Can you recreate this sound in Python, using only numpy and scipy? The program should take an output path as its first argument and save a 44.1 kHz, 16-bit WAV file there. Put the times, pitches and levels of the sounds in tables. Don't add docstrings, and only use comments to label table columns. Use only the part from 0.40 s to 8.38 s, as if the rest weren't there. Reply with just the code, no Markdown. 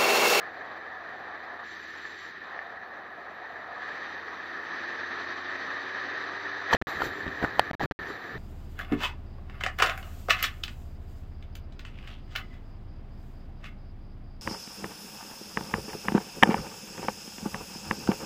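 import sys
import numpy as np
from scipy import signal
from scipy.io import wavfile
from scipy.ndimage import uniform_filter1d

SR = 44100
rng = np.random.default_rng(int(sys.argv[2]) if len(sys.argv) > 2 else 0)


def log_audio(samples):
    frames = np.atleast_2d(samples).T
    limited = np.clip(frames, -1, 1)
    pcm = np.round(limited * 32767).astype(np.int16)
    wavfile.write(sys.argv[1], SR, pcm)


def invert_db(x):
    u = np.asarray(x, float) / 20
    return 10 ** u


N = 351915

# lowest, centre and top frequency in Hz.
WIND_LAYERS = [(130, 350, 520), (520, 700, 1000), (1000, 1800, 2300), (2300, 3900, 7600)]
LAYER_TRIM_DB = [-1.1, -0.85, -0.45, -1.1]
LAYER_FOLLOWS_AIR = [0.43, .5, 0.98, 1.2]
# frequency in Hz, level in dB per Hz.
WIND_COLOUR = [(20, -68), (45, -47), (70, -31), (140, -24.5), (380, -14.5), (1000, -12.5), (1450, -15.5),
               (2150, -19.5), (2850, -28.5), (4600, -29), (5200, -38.5), (6650, -49), (8000, -59.5),
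               (8800, -86.5)]
# frequency in Hz, width in Hz, boost in dB.
CAVITIES = [(1232, 254, 6.5), (1785.5, 410, 15), (2440, 310, 4), (3070, 210, 4.5), (3812, 700, 8),
            (4520, 290, 1), (6030, 620, 7.5), (7336, 770, 12)]
# time in seconds, level in dB.
AIR = [(0, -42.5), (1.88, -42), (1.99, -43.5), (2.1, -40), (2.4, -45.5), (3.32, -42.5), (3.42, -38.5),
       (3.66, -38), (3.8, -40), (4.22, -39), (4.33, -36), (5.0, -36), (5.7, -35.2), (6.2, -36), (6.58, -35),
       (6.72, -37.5), (7.6, -40), (7.98, -40.5)]
AIR_MEAN_DB = -40
WHISTLE_HZ, WHISTLE_WIDE_HZ = 730, 120

# buffet, port and fizz at mean air in dB,
# port whistle in dB, lift above 5 kHz in dB, further lift above 6.5 kHz in dB, upper engine orders in dB.
AHEAD = (-53, -45.5, -55, 9, 1, -0.8, 0.3)
ASIDE = (-55, -55.5, -49.5, 7, 5.5, 2, 3.5)
SWINGING = (-53, -57.5, -52.5, 6, 1.5, -4, -6)
TUCKED = (-51, -49.5, -53, 3.8, 4, -5.5, 0.6)
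BOWED = (-47, -50.5, -53, 6, 3, 2.6, .1)
# start in seconds, length in seconds, new posture.
HEAD_MOVES = [
    (1.22, 0.054, ASIDE),
    (1.9, 0.025, SWINGING),
    (2.0, 0.11, AHEAD),
    (3.361, 0.18, TUCKED),
    (6.31, .05, BOWED),
]

# start in seconds, peak in dB, body tone in Hz (minus: first swing inward),
# edge level against the body in dB, ring time to -60 dB in seconds.
KNOCKS = [(6.3284, -9, 1000, -11, 0.008), (6.3325, -10.5, 850, 1, 0.0076), (6.3385, -22, 1207, 5, 0.005),
          (6.3455, -24, 1100, -13, 0.0084), (6.3445, -17, 266, -15, 0.013), (6.3484, -7.5, -620, -6, 0.006),
          (6.6053, -19.5, -600, -11, 0.0064), (6.6182, -16.5, 898, -9, 0.0081),
          (6.6345, -23, 385, -16, 0.011), (6.6715, -32, -400, 0, 0.0043), (6.878, -30.5, 143, 2.5, 0.024),
          (7.0264, -16.5, 296, -9, 0.0061), (7.0295, -28, 1498, -2, 0.023),
          (7.0395, -19.5, -300, -16, 0.024), (7.0463, -17.5, 1497, -20, 0.014),
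          (7.1943, -2, -790, -1.5, 0.0078), (7.4051, -20.5, 791, -12.5, 0.0085),
          (7.4111, -23, 788, -3, 0.022), (7.7030, -37, 413, -6, 0.061), (7.92, -48, 391, -12, 0.028),
          (6.3345, -22.5, 1800, -3, .05), (6.6198, -20, 1389, -6, 0.022), (7.3100, -21.5, -500, -7, 0.0082)]
# start in seconds, peak in dB.
CAVITY_BURSTS = [(1.652, -33), (2.1905, -29), (6.6089, -27), (6.725, -35)]
# body tone in Hz, edge level in dB, ring time to -60 dB in seconds.
BURST_RING = (1780, -12, 0.028)
# frequency in Hz, level in dB, ring time to -60 dB in seconds.
SHELL_MODES = [(1420, -10.5, 0.03), (1786, 0.5, 0.015), (2420, -0.5, 0.0073), (3083, 3.5, 0.0073),
               (4340, -6.5, 0.0088)]
# frequency in Hz, level in dB per Hz.
GRIT_COLOUR = [(1500, -19), (2600, 9), (4700, 1.3), (6200, -11), (7900, -13.5), (8600, -43)]
GRIT_DB, GRIT_T60_S = -18.5, 0.015

# top in seconds, length in seconds, thump in dB,
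# boom in the housing against the thump in dB.
PUSHES = [(6.346, 0.047, -35, 7), (6.438, .1, -43, 14), (6.475, .1, -55, 2), (6.57, 0.085, -48.5, -9),
          (6.659, 0.14, -41, 6), (6.87, 0.16, -46.5, 9), (7.045, 0.11, -40.5, -2.5),
          (7.185, 0.1, -41, -3.5), (7.31, 0.098, -48, 7), (7.336, .08, -61, -4), (7.455, 0.13, -34.5, 5),
          (7.503, .06, -53, -3), (7.618, .1, -47, .1), (7.705, .16, -53, 10), (7.962, 0.083, -41, 2)]
# top in seconds, length in seconds, rush in dB,
# port against the rush in dB, rustle in dB.
RUBS = [(6.319, 0.062, -23.5, -15.5, -69), (6.338, 0.034, -21.5, -4.5, -47),
        (6.418, 0.097, -49, -16, -67.5), (6.498, 0.22, -40.5, 3.5, -60.5), (6.65, 0.14, -35.5, -10, -56),
        (7.043, 0.078, -34, 5, -61.5), (7.189, 0.11, -48, 6, -76), (7.326, 0.09, -51, 9, -65),
        (7.35, .05, -61, 14, -72), (7.431, 0.12, -32.5, -12, -60.5), (7.455, .06, -41, -10, -65),
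        (7.52, 0.055, -34, -7, -63), (7.702, .2, -40.5, -21, -67)]
# frequency in Hz, level in dB per Hz.
THUMP_COLOUR = [(15, -25), (35, -7), (65, -1.0), (110, 0.5), (180, -3.5), (260, -42)]
# frequency in Hz, level in dB per Hz.
RUSTLE_COLOUR = [(8000, -8), (8700, -39), (9100, -36.5), (9500, -13), (10600, -10), (11200, -8),
                 (12500, -3), (13500, -4.5), (15000, -2), (15800, -17.5), (16000, -44)]
GRIP_S, GRIP_THUMP_DB, GRIP_RUSTLE_DB = 6.27, -62, -72.5
GLOVE_LAG_S = .038
SWELL_DB, RISE_SHARE = 16.5, 0.52
RUB_FIZZ_DB = 3
RUB_BRIGHT_DB = -63.5

# contact lost in seconds, contact back in seconds,
# signed voltage jump when lost, signed voltage jump when back.
BREAKS = [(6.3400, 6.3435, .03, 0), (6.3468, 6.3484, 0, 0), (6.3695, 6.4152, 0, .1),
          (6.4222, 6.4705, -.13, -.04), (6.8630, 6.8664, .045, .1), (7.0428, 7.0456, .08, .1),
          (7.3125, 7.3328, .13, .06), (7.3500, 7.3960, -.055, 0), (7.4330, 7.4330, .1, 0),
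          (7.4382, 7.4382, .13, 0), (7.4583, 7.5118, .085, .19), (7.5203, 7.5905, -.055, -.04)]
POP_LEAD_S = .00015

# time in seconds, engine order one in Hz.
CRANK = [(0, 81.6), (1.65, 81.7), (1.9, 80.6), (2.5, 78.7), (2.9, 78.8), (3.4, 79.9), (3.9, 82.2),
         (4.3, 84.6), (5.1, 90.6), (5.8, 96.4), (6.1, 98.6), (6.8, 100.5), (7.1, 101.5)]
# time in seconds, load from 0 to 1.
THROTTLE = [(.85, 0.4), (1.25, 0.44), (1.7, 0.4), (1.9, .05), (2.6, 0.17), (4.1, 0.62), (4.8, 0.97),
            (6.8, 1), (7.98, 0.65)]
# order, level coasting in dB, level at full load in dB.
LOADED_ORDERS = [(1, -74.5, -64), (3, -84, -57), (4, -77.5, -55.5), (5, -69, -66.5)]
# order, level against order one in dB.
WEAK_ORDERS = [(2, -18)]

# frequency in Hz, level in dB per Hz.
HISS_COLOUR = [(8000, -39), (9000, -21), (9600, -11), (10600, -8), (11200, 0.5), (12500, 0.5), (13600, 0),
               (15000, 8), (15200, -41)]
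HISS_DB = -80.5


def evened(x):
    return x / np.sqrt(np.mean(x ** 2) + 1e-20)


def smooth_noise(size, passes=1):
    x = rng.standard_normal(N)
    for _ in range(passes):
        x = uniform_filter1d(x, size=size)
    return evened(x)


def read(points, hz):
    f, value = np.transpose(points)
    return np.interp(np.log(hz + 1), np.log(f + 1), value, -120, -120)


def follow(table, t):
    s, *columns = np.transpose(table)
    return [np.interp(t, s, c) for c in columns]


def add(mix, s, sound):
    part = mix[round(s * SR):][:len(sound)]
    part += sound[:len(part)]


def noise(field_db, size):
    a, b = rng.standard_normal(field_db.shape[::-1] + (2,)).T
    spectra = (a + 1j * b) * invert_db(field_db)
    return signal.istft(spectra, nperseg=size, noverlap=size * 3 // 4)[1][:N]


def steady(spectrum, size):
    colour = read(spectrum, np.fft.rfftfreq(size, 1 / SR))
    return evened(noise(np.repeat(colour[:, None], N * 4 // size + 5, axis=1), size=size))


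def wind(patchy_db=1.0, gust_db=0.82, rumble_db=-2.2):
    hz, t = np.fft.rfftfreq(1024, 1 / SR), np.arange(N // 256 + 5) * 256 / SR
    colour = wind_colour(hz[:, None], t)
    share = [invert_db(2 * colour[(lo <= hz) & (hz < hi)]).sum(0) for lo, _, hi in WIND_LAYERS]
    lift_db = layers(t) + np.c_[LAYER_TRIM_DB] - 10 * np.log10(share)
    centres = np.log([c for _, c, _ in WIND_LAYERS])
    blend = np.array([np.interp(np.log(hz + 1), centres, row) for row in np.eye(4)])
    rumble = np.clip(np.log(260 / (hz[:, None] + 1)), 0, 1)
    field = (1 - rumble) * (blend.T @ lift_db) + rumble * (np.median(lift_db[0]) + rumble_db)
    patches = uniform_filter1d(rng.standard_normal((len(t), len(hz))), size=5, axis=0)
    patches = evened(uniform_filter1d(patches, size=14, axis=1)).T
    gusts = smooth_noise(900)
    return invert_db(62.5 + gust_db * gusts) * noise(colour + field + patchy_db * patches, size=1024) / 1024


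def wind_colour(hz, t):
    whistle_db, top_db, crest_db = posture(t)[3:6]
    top_db = top_db + np.maximum(grip(t)[1] - RUB_BRIGHT_DB, 0)
    colour = read(WIND_COLOUR, hz) + sum(db * .5 ** ((2 * (hz - f) / w) ** 2) for f, w, db in CAVITIES)
    colour = colour + whistle_db / (1 + (2 * (hz - WHISTLE_HZ) / WHISTLE_WIDE_HZ) ** 2)
    colour = colour + top_db * np.clip((hz - 4000) / 2000, 0, 1)
    return colour + crest_db * np.clip((hz - 6200) / 500, 0, 1)


def layers(t):
    air_db = follow(AIR, t)[0] - AIR_MEAN_DB
    buffet, port, fizz = posture(t)[:3]
    blown_db = np.array([buffet, port, AIR_MEAN_DB + 0 * t, fizz]) + np.c_[LAYER_FOLLOWS_AIR] * air_db
    push_top, push_length, thump_db, boom_db = np.transpose(PUSHES)
    rub_top, rub_length, rush_db, port_db, rustle_db = np.transpose(RUBS)
    fizz_db = (rush_db + rustle_db) / 2 + RUB_FIZZ_DB
    touched = [swells(push_top, push_length, thump_db + boom_db, t)]
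    touched += [swells(rub_top, rub_length, db, t) for db in (rush_db + port_db, rush_db, fizz_db)]
    return 10 * np.log10(invert_db(2 * blown_db) + touched)


def posture(t):
    rows, old = [], AHEAD
    for s, takes, new in HEAD_MOVES:
        rows += [(s, *old), (s + takes, *new)]
        old = new
    return follow(rows, t)


def knocks():
    out, t = np.zeros(N), np.arange(2600) / SR
    blows = KNOCKS + [(s, db, *BURST_RING) for s, db in CAVITY_BURSTS]
    detune = rng.uniform(1.0, 1.04, (len(blows), len(SHELL_MODES)))
    grit = steady(GRIT_COLOUR, size=256)
    tick = np.diff(np.exp(-((t - .0010) / .00003) ** 2), prepend=0)
    rise = np.sin(np.pi / 2 * np.minimum(t / 0.00087, 1)) ** 2
    for (s, peak_db, hz, edge_db, t60), shift in zip(blows, detune):
        body = np.sin(2 * np.pi * hz * t) * invert_db(-60 * t / max(t60, .003))
        edge = invert_db(GRIT_DB + 10.5 - 60 * t / GRIT_T60_S) * grit[round(s * SR):][:len(t)]
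        for (f, db, ring_s), k in zip(SHELL_MODES, shift):
            edge = edge + invert_db(db - 60 * t / ring_s) * np.sin(2 * np.pi * f * k * t)
        ring = (body + invert_db(edge_db - 13.0) * edge) * rise
        add(out, s, invert_db(peak_db + 6.5) * ring + invert_db(4.4 * peak_db - 3) * tick)
    return out


def hand():
    t, ms = np.arange(N) / SR, np.arange(GRIP_S, 8, .001)
    thump_db, rustle_db = [np.interp(t, ms, db) for db in grip(ms)]
    touching = np.clip((t - GRIP_S) / .02, 0, 1)
    sliding = t > GRIP_S + GLOVE_LAG_S
    thump = invert_db(thump_db + 2.0) * steady(THUMP_COLOUR, size=2048)
    rustle = invert_db(rustle_db + 2.0) * steady(RUSTLE_COLOUR, size=512)
    return touching * (thump + sliding * rustle)


def grip(t):
    push, rub = np.transpose(PUSHES), np.transpose(RUBS)
    thump = swells(*push[:3], t) + invert_db(2 * GRIP_THUMP_DB)
    rustle = swells(*rub[:2], rub[4], t) + invert_db(2 * GRIP_RUSTLE_DB)
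    return 10 * np.log10([thump, rustle])


def swells(top, length, db, t):
    late = (t[:, None] - top) / length
    drop_db = SWELL_DB * np.maximum(-late / RISE_SHARE, late / (1 - RISE_SHARE))
    return invert_db(2 * (db - drop_db)).sum(1)


def contact():
    t, touch = np.arange(N) / SR, np.ones(N)
    for lost, back, _, _ in BREAKS:
        touch *= np.clip(np.maximum(lost - t, t - back) / 0.00066 + .5, 0, 1)
    return touch


def contact_pops():
    out, u = np.zeros(N), np.arange(800) / SR
    shape = (1 - np.exp(-(u / 0.00014) ** 2)) * (np.exp(-u / 0.00053) - 0.11 * np.exp(-u / 0.001))
    for lost, back, jump_off, jump_on in BREAKS:
        add(out, lost - POP_LEAD_S, 2.0 * jump_off * shape)
        add(out, back - POP_LEAD_S, 1.7 * jump_on * shape)
    return out


def engine():
    t = np.arange(N) / SR
    (hz,), (load,) = follow(CRANK, t), follow(THROTTLE, t)
    turns = np.cumsum(hz) / SR
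    orders = [(k, coasting_db + (full_db - coasting_db) * load) for k, coasting_db, full_db in LOADED_ORDERS]
    orders = orders + [(k, orders[0][1] + db) for k, db in WEAK_ORDERS]
    out, open_db = np.zeros(N), posture(t)[6]
    for k, db in orders:
        level_db = db + open_db * (k > 3) + 1.3 + .9 * smooth_noise(3000, passes=2)
        out += np.sqrt(2) * invert_db(level_db) * np.sin(2 * np.pi * (k * turns + rng.random()))
    return out


def hiss():
    lift_db = np.maximum(posture(np.arange(N) / SR)[4], 0)
    return invert_db(HISS_DB + lift_db) * steady(HISS_COLOUR, size=512)


def thinned_treble(x):
    hz, t, z = signal.stft(x, SR, window="cosine", nperseg=2048, noverlap=1024)
    hz, power = hz[:, None], abs(z) ** 2
    local = uniform_filter1d(power, size=40, axis=0)
    strict = np.repeat(rng.standard_normal((len(t), 41)), 25, axis=1).T
    weak = power < local * invert_db(2 * (1.5 + 4 * strict))
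    lost = weak & (hz > 6400) & (local < invert_db(-2 * 88))
    air_db = follow(AIR, t)[0]
    raised = strict[0] > np.interp(air_db, [-42, -40, -38.1, -38], [.4, 3, 3, .6])
    edge_hz = np.where(air_db > -38, 13600, 14300) + 700 * raised
    lost |= (hz > edge_hz) & (t < GRIP_S + .035)
    return signal.istft(z * ~lost, SR, window="cosine", nperseg=2048, noverlap=1024)[1][:N]


def scene():
    return (wind() + knocks() + hand() + engine())[None]


def roll_off(x):
    return signal.sosfilt(signal.butter(12, 16400, fs=SR, output="sos"), x)


def record(dry):
    limited = np.clip(dry[0], -.7, .72)
    heard = thinned_treble(limited + hiss()) * contact()
    mix = heard + contact_pops()
    return roll_off(mix[None])


dry = scene()
out = record(dry)
log_audio(out)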